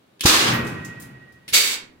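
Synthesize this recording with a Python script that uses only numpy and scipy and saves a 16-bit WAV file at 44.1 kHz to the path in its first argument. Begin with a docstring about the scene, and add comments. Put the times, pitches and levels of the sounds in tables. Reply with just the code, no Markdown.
"""Compressed-air launcher in a workshop

A trigger valve snaps and a pressure pulse leaves the barrel. The turbulent blast darkens into a pipe
rumble as the tank empties. A struck steel part rings, its close modes beating, and light debris lands.
The valve snaps again and vents a second, brighter hiss. Faint room noise and hum lie underneath."""
import sys
import numpy as np
from scipy import signal
from scipy.fft import rfft, irfft, next_fast_len
from scipy.io import wavfile
from scipy.ndimage import map_coordinates

SR = 44100
rng = np.random.default_rng(int(sys.argv[2]) if len(sys.argv) > 2 else 0)


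def materialize(psi):
    """Save the field psi as 16-bit PCM at rate SR to the path in sys.argv[1].

    A 1-D psi becomes a single channel; in a 2-D psi each row is a channel.
    """
    bounded = np.clip(np.atleast_2d(psi).T, -1, 1)
    quanta = np.round(bounded * 32767).astype(np.int16)
    wavfile.write(sys.argv[1], SR, quanta)


N = 88200


def amp(db):
    """Amplitude ratio of a level in decibels."""
    return 10 ** (np.asarray(db) / 20)


def along(table, hz, column=1):
    """Interpolation of one column on a log-frequency axis."""
    columns = np.transpose(table)
    return np.interp(np.log(hz + 1), np.log(columns[0] + 1), columns[column])


def since(start):
    """Seconds elapsed since start, zero before."""
    return np.maximum(np.arange(N) / SR - start, 0)


def decay(start, t60, attack=.0008):
    """Exponential damping after a blow: 60 dB lost in t60 seconds."""
    return amp(-60 * since(start) / t60) * (1 - np.exp(-since(start) / attack))


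def sine(hz, start, phase=0):
    """Simple harmonic motion from start, phase in radians."""
    return np.sin(2 * np.pi * hz * since(start) + phase)


def wobble(rate):
    """Smooth random modulation, rate knots a second."""
    return map_coordinates(rng.standard_normal(1024), [since(0) * rate], mode="wrap")


def pan(db):
    """Stereo gains for a left-minus-right level difference."""
    return amp(np.array([[.5], [-.5]]) * db)


def resonances(peaks, hz):
    """Gain in dB of a set of Lorentzian peaks."""
    return sum(db / (1 + (2 * (hz - centre) / width) ** 2) for centre, width, db in peaks)


def filtered(x, response):
    """Linear filtering: the spectrum times a frequency response."""
    size = next_fast_len(N + SR // 2)
    return irfft(rfft(x, size) * response(np.fft.rfftfreq(size, 1 / SR)), size)[..., :N]


def damped(x, loss_db):
    """Attenuation that depends on frequency and time."""
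    hz, t, spectra = signal.stft(x, SR, nperseg=256)
    return signal.istft(spectra * amp(-loss_db(hz[:, None], t)), SR, nperseg=256)[1][:, :N]


# Each row: frequency in Hz, correlation of left and right.
COHERENCE = [(60, .96), (150, .87), (300, .82), (450, .3), (700, -.1), (2000, 0)]
def noise(colour_db, balance=None):
    """Stereo noise of rms 1 with a given spectral shape, coherent only at long wavelengths."""
    def mid_side_gains(hz):
        angle = np.arccos(np.clip(along(COHERENCE, hz), -1, 1)) / 2
        return amp(colour_db(hz)) * [np.cos(angle), np.sin(angle)]
    mid, side = filtered(rng.standard_normal((2, N)), mid_side_gains)
    pair = np.array([mid + side, mid - side])
    if balance:
        pair = filtered(pair, lambda hz: pan(along(balance, hz)))
    return pair / np.sqrt(np.mean(pair ** 2) + 1e-20)


def band(centre, octaves):
    """Band-pass noise, at half power the given octaves either side of the centre."""
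    return noise(lambda hz: -10 * np.log10(1 + (np.log2((hz + 1) / centre) / octaves) ** 4))


# Each row: frequency in Hz, reverberation time in seconds.
REVERB_TIMES = [(100, .5), (1000, .4), (5000, .28), (15000, .18)]
def room(direct, wet_db):
    """Reverberation: a diffuse tail follows the direct sound, its treble dying first."""
    tail = damped(noise(np.zeros_like), lambda hz, t: 60 * t / along(REVERB_TIMES, hz))[:, :SR // 2]
    tail[:, :SR // 250] = 0  # reflections begin after 4 ms
    tail /= np.linalg.norm(tail[0])
    return direct + amp(wet_db) * signal.fftconvolve(direct * np.ones((2, 1)), tail, axes=1)[:, :N]


# Each row: frequency in Hz, relative spectral density in dB.
AMBIENT_SPECTRUM = [(30, -38), (110, -9), (260, -4), (640, -11), (1900, -18.5), (3900, -21),
                    (5300, -29), (15500, -35)]
def background():
    """Noise floor: steady broadband room noise and a tone of mains hum."""
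    return amp(-59.3) * noise(lambda hz: along(AMBIENT_SPECTRUM, hz)) + amp(-73) * sine(hz=120, start=0)


# Each row: start in seconds, level in dB, t60 in seconds, centre in Hz, half-width in octaves. The first row is
# the blow that sets the steel part ringing.
IMPACTS = [(.533, -35, .22, 13000, .25), (.647, -43, .08, 7000, .7), (.666, -39, .22, 4500, 1.2),
           (.847, -39, .1, 6500, .3), (.848, -41.5, .12, 6500, 1.4), (.999, -40, .2, 12000, 1),
           (1.021, -41, .08, 7000, 1), (1.3214, -59, .14, 6000, 1)]
def debris():
    """Impact noise: the first bright tick is the blow on the steel part, and each light piece then lands with a
    bright, quickly damped tick."""
    return sum(amp(db) * decay(start, t60) * band(centre, octaves)
               for start, db, t60, centre, octaves in IMPACTS)


# Each row: start in seconds, level in dB, attack and t60 in seconds, frequency in Hz.
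BUMPS = [(1.105, -31.5, .03, .28, 134), (1.523, -36, .001, .1, 115)]
def thuds():
    """Damped bass oscillations: a distant bump, then the valve seating."""
    return sum(amp(db) * decay(start, t60, attack) * sine(hz, start)
               for start, db, attack, t60, hz in BUMPS)


# Modes of the steel part. Each row: frequency in Hz, level in dB, t60 in seconds.
CLOSE_MODES = [(1896.8, -34.3, 2.0), (1899.5, -37.1, 2.26), (1912.5, -36.9, 2.26)]
SPREAD_MODES = [(1184, -32, .5), (1389, -37, 1.2), (1523, -37, 1.5), (2541, -37, 1.2), (4620, -55, 2)]
def steel(strike=.533):
    """Free vibration: three close modes interfere in uneven beats while most others die sooner."""
    beating = sum(amp(db) * decay(strike, t60) * sine(hz, strike) for hz, db, t60 in CLOSE_MODES)
    clang = sum(amp(db) * decay(strike, t60) * sine(hz, strike, np.pi * rng.random((2, 1)))
                for hz, db, t60 in SPREAD_MODES)
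    return beating * pan(-7) + clang


# Each row: frequency in Hz, relative spectral density in dB.
RUMBLE_SPECTRUM = [(25, -30), (65, -8), (150, 1), (290, -5), (450, -11), (700, -16.5), (1200, -15),
                   (2600, -19), (4500, -34), (15000, -48)]
# Each row: frequency in Hz, level in dB, t60 in seconds.
BARREL_MODES = [(122, -28, 1.25), (235, -25, .7)]
def barrel_rumble(start=.41, peak=.52, fade_db_per_s=34):
    """Pipe resonance: the slowing air swells into a rumble and drives the barrel's low modes."""
    swell = np.minimum(since(start) / (peak - start), 1)
    roar = amp(-26 - fade_db_per_s * since(peak)) * noise(lambda hz: along(RUMBLE_SPECTRUM, hz))
    drone = 0
    for hz, db, t60 in BARREL_MODES:
        envelope = amp(db - 60 * since(peak) / t60 + 2.5 * wobble(rate=14))
        drone += envelope * sine(hz, start, phase=.5 * wobble(rate=14))
    return swell * (roar + drone)


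# Each row: frequency in Hz, relative spectral density in dB.
SNAP_SPECTRUM = [(60, -10), (350, -2), (850, -15), (1700, -3), (2600, 2), (7000, -3), (10000, -1),
                 (15500, -5)]
# Each row: centre and bandwidth in Hz, boost in dB.
VALVE_RESONANCES = [(4300, 600, 6), (5400, 350, 4), (10400, 1300, 6)]
# Each row: start in seconds, level in dB, t60 in seconds, cutoff in Hz, ring in Hz, ring level in dB.
VALVE_SNAPS = [(.1945, -45, .03, 3000, 3500, -52), (.2078, -19, .035, 14000, 3000, -27.5),
               (1.4795, -30.5, .035, 2600, 2200, -46), (1.4865, -34.5, .16, 4000, 10400, -43),
               (1.526, -28, .08, 4000, 4500, -36)]
def valve():
    """Impulsive excitation: each movement of the valve snaps and leaves its metal ringing."""
    def snap(cutoff):
        return noise(lambda hz: along(SNAP_SPECTRUM, hz) + resonances(VALVE_RESONANCES, hz)
                     - 10 * np.log10(1 + (hz / cutoff) ** 2))
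    snaps = sum(amp(db) * decay(start, t60, attack=.0003) * snap(cutoff)
                for start, db, t60, cutoff, _, _ in VALVE_SNAPS)
    ringing = sum(amp(db) * decay(start, t60=.14) * band(hz, octaves=.2)
                  for start, *_, hz, db in VALVE_SNAPS)
    return snaps + ringing


def jet(spectrum, balance, start, attack, hold, db, peaks=()):
    """Turbulent jet noise: it opens fast, sags and darkens with the pressure, then dies away."""
    def loss_db(hz, t):
        sag = along(spectrum, hz, column=2) * np.clip(t - start, 0, hold)
        release = along(spectrum, hz, column=3) * np.maximum(t - start - hold, 0)
        return sag + release
    rush = noise(lambda hz: along(spectrum, hz) + resonances(peaks, hz), balance)
    opening = np.minimum(since(start) / attack, 1)
    flutter_db = .8 * wobble(rate=70)
    return damped(rush, loss_db) * opening * amp(db + flutter_db)


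# Each row: frequency in Hz, relative spectral density in dB, sag and release in dB per second.
VENT_SPECTRUM = [(50, -34, 10, 20), (170, -23, 15, 20), (450, -7.5, 68, 110), (680, -18, 32, 110),
                 (1600, -6.5, 44, 180), (2200, -1.5, 52, 220), (4400, -.5, 61, 310), (7800, -2.5, 58, 340),
                 (9000, -8, 60, 400), (15500, -9, 72, 540)]
# Each row: frequency in Hz, left minus right in dB.
VENT_BALANCE = [(400, 1), (1400, 0), (2300, -5), (4500, -4), (5800, 3), (9000, 7), (15000, 3)]
# Each row: centre and bandwidth in Hz, boost in dB.
PORT_RESONANCES = [(2225, 85, 7.5), (3700, 130, 6), (3880, 45, 7), (4550, 140, 7.5), (4735, 45, 8),
                   (7630, 60, 6), (7880, 60, 4)]
def vent(start=1.53, surge_db=3.7, surge_s=.088):
    """Resonant filtering: the vent port colours a bright jet that opens with a surge."""
    hiss = jet(VENT_SPECTRUM, VENT_BALANCE, start, attack=.013, hold=.212, db=-14.2,
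               peaks=PORT_RESONANCES)
    surge = amp(surge_db * np.exp(-(since(start) / surge_s) ** 4))
    return surge * hiss * pan(-1)


# Each row: frequency in Hz, level in dB, t60 in seconds.
MUZZLE_MODES = [(100, -19, .07), (355, -11.5, .065), (462, -16, .055), (822, -12, .04)]
def muzzle_pulse(start=.2546, echo_s=.0028):
    """A compression inside a wider rarefaction reflects off the floor; the muzzle rings briefly."""
    def pressure(t):
        compression = np.exp(-.5 * (t / .001) ** 2)
        rarefaction = .34 * np.exp(-.5 * (t / .003) ** 2)
        return compression - rarefaction
    t = since(0) - start
    pop = sum(amp(db) * decay(start, t60) * sine(hz, start) for hz, db, t60 in MUZZLE_MODES)
    return amp(-2) * (pressure(t) + .25 * pressure(t - echo_s)) + pop


# Each row: frequency in Hz, relative spectral density in dB, sag and release in dB per second.
BLAST_SPECTRUM = [(40, -20, 55, 60), (120, -8, 58, 50), (190, -7, 45, 50), (320, 3, 35, 65),
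                  (680, -7, 15, 85), (1100, 0, 21, 85), (2200, -2.3, 20, 95), (4000, 3, 53, 190),
                  (6500, -.5, 68, 230), (10000, -7.3, 76, 210), (15500, -12.5, 80, 170)]
# Each row: frequency in Hz, left minus right in dB.
BLAST_BALANCE = [(100, 1), (500, 2), (1500, -1), (3600, -4), (6000, 1), (12000, 1)]
def blast(start=.2545, attack=.005):
    """Discharge of a pressure tank: a brief leak gives way to the main jet."""
    leak = jet(BLAST_SPECTRUM, BLAST_BALANCE, start=.234, attack=.005, hold=.018, db=-23.5)
    discharge = jet(BLAST_SPECTRUM, BLAST_BALANCE, start, attack, hold=.262, db=-10.5)
    until_open = since(start + attack) == 0
    return leak * until_open + discharge


def scene():
    """Superposition of all sources; the jets, pulse, snaps and debris reverberate."""
    jets = room(blast() + vent(), wet_db=-7)
    launcher = jets + room(muzzle_pulse(), wet_db=-15) + room(valve(), wet_db=-4) + barrel_rumble()
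    return launcher + thuds() + steel() + room(debris(), wet_db=-4) + background()


PEAK_LIMIT, TOP_HZ = .96, 15900
def record(dry):
    """Soft saturation rounds the highest peaks; a low-pass filter limits the bandwidth."""
    rounded = dry / (1 + (dry / PEAK_LIMIT) ** 6) ** (1 / 6)
    return filtered(rounded, lambda hz: np.clip((TOP_HZ - hz) / 300 + .5, 0, 1))


dry = scene()
out = record(dry)
materialize(out)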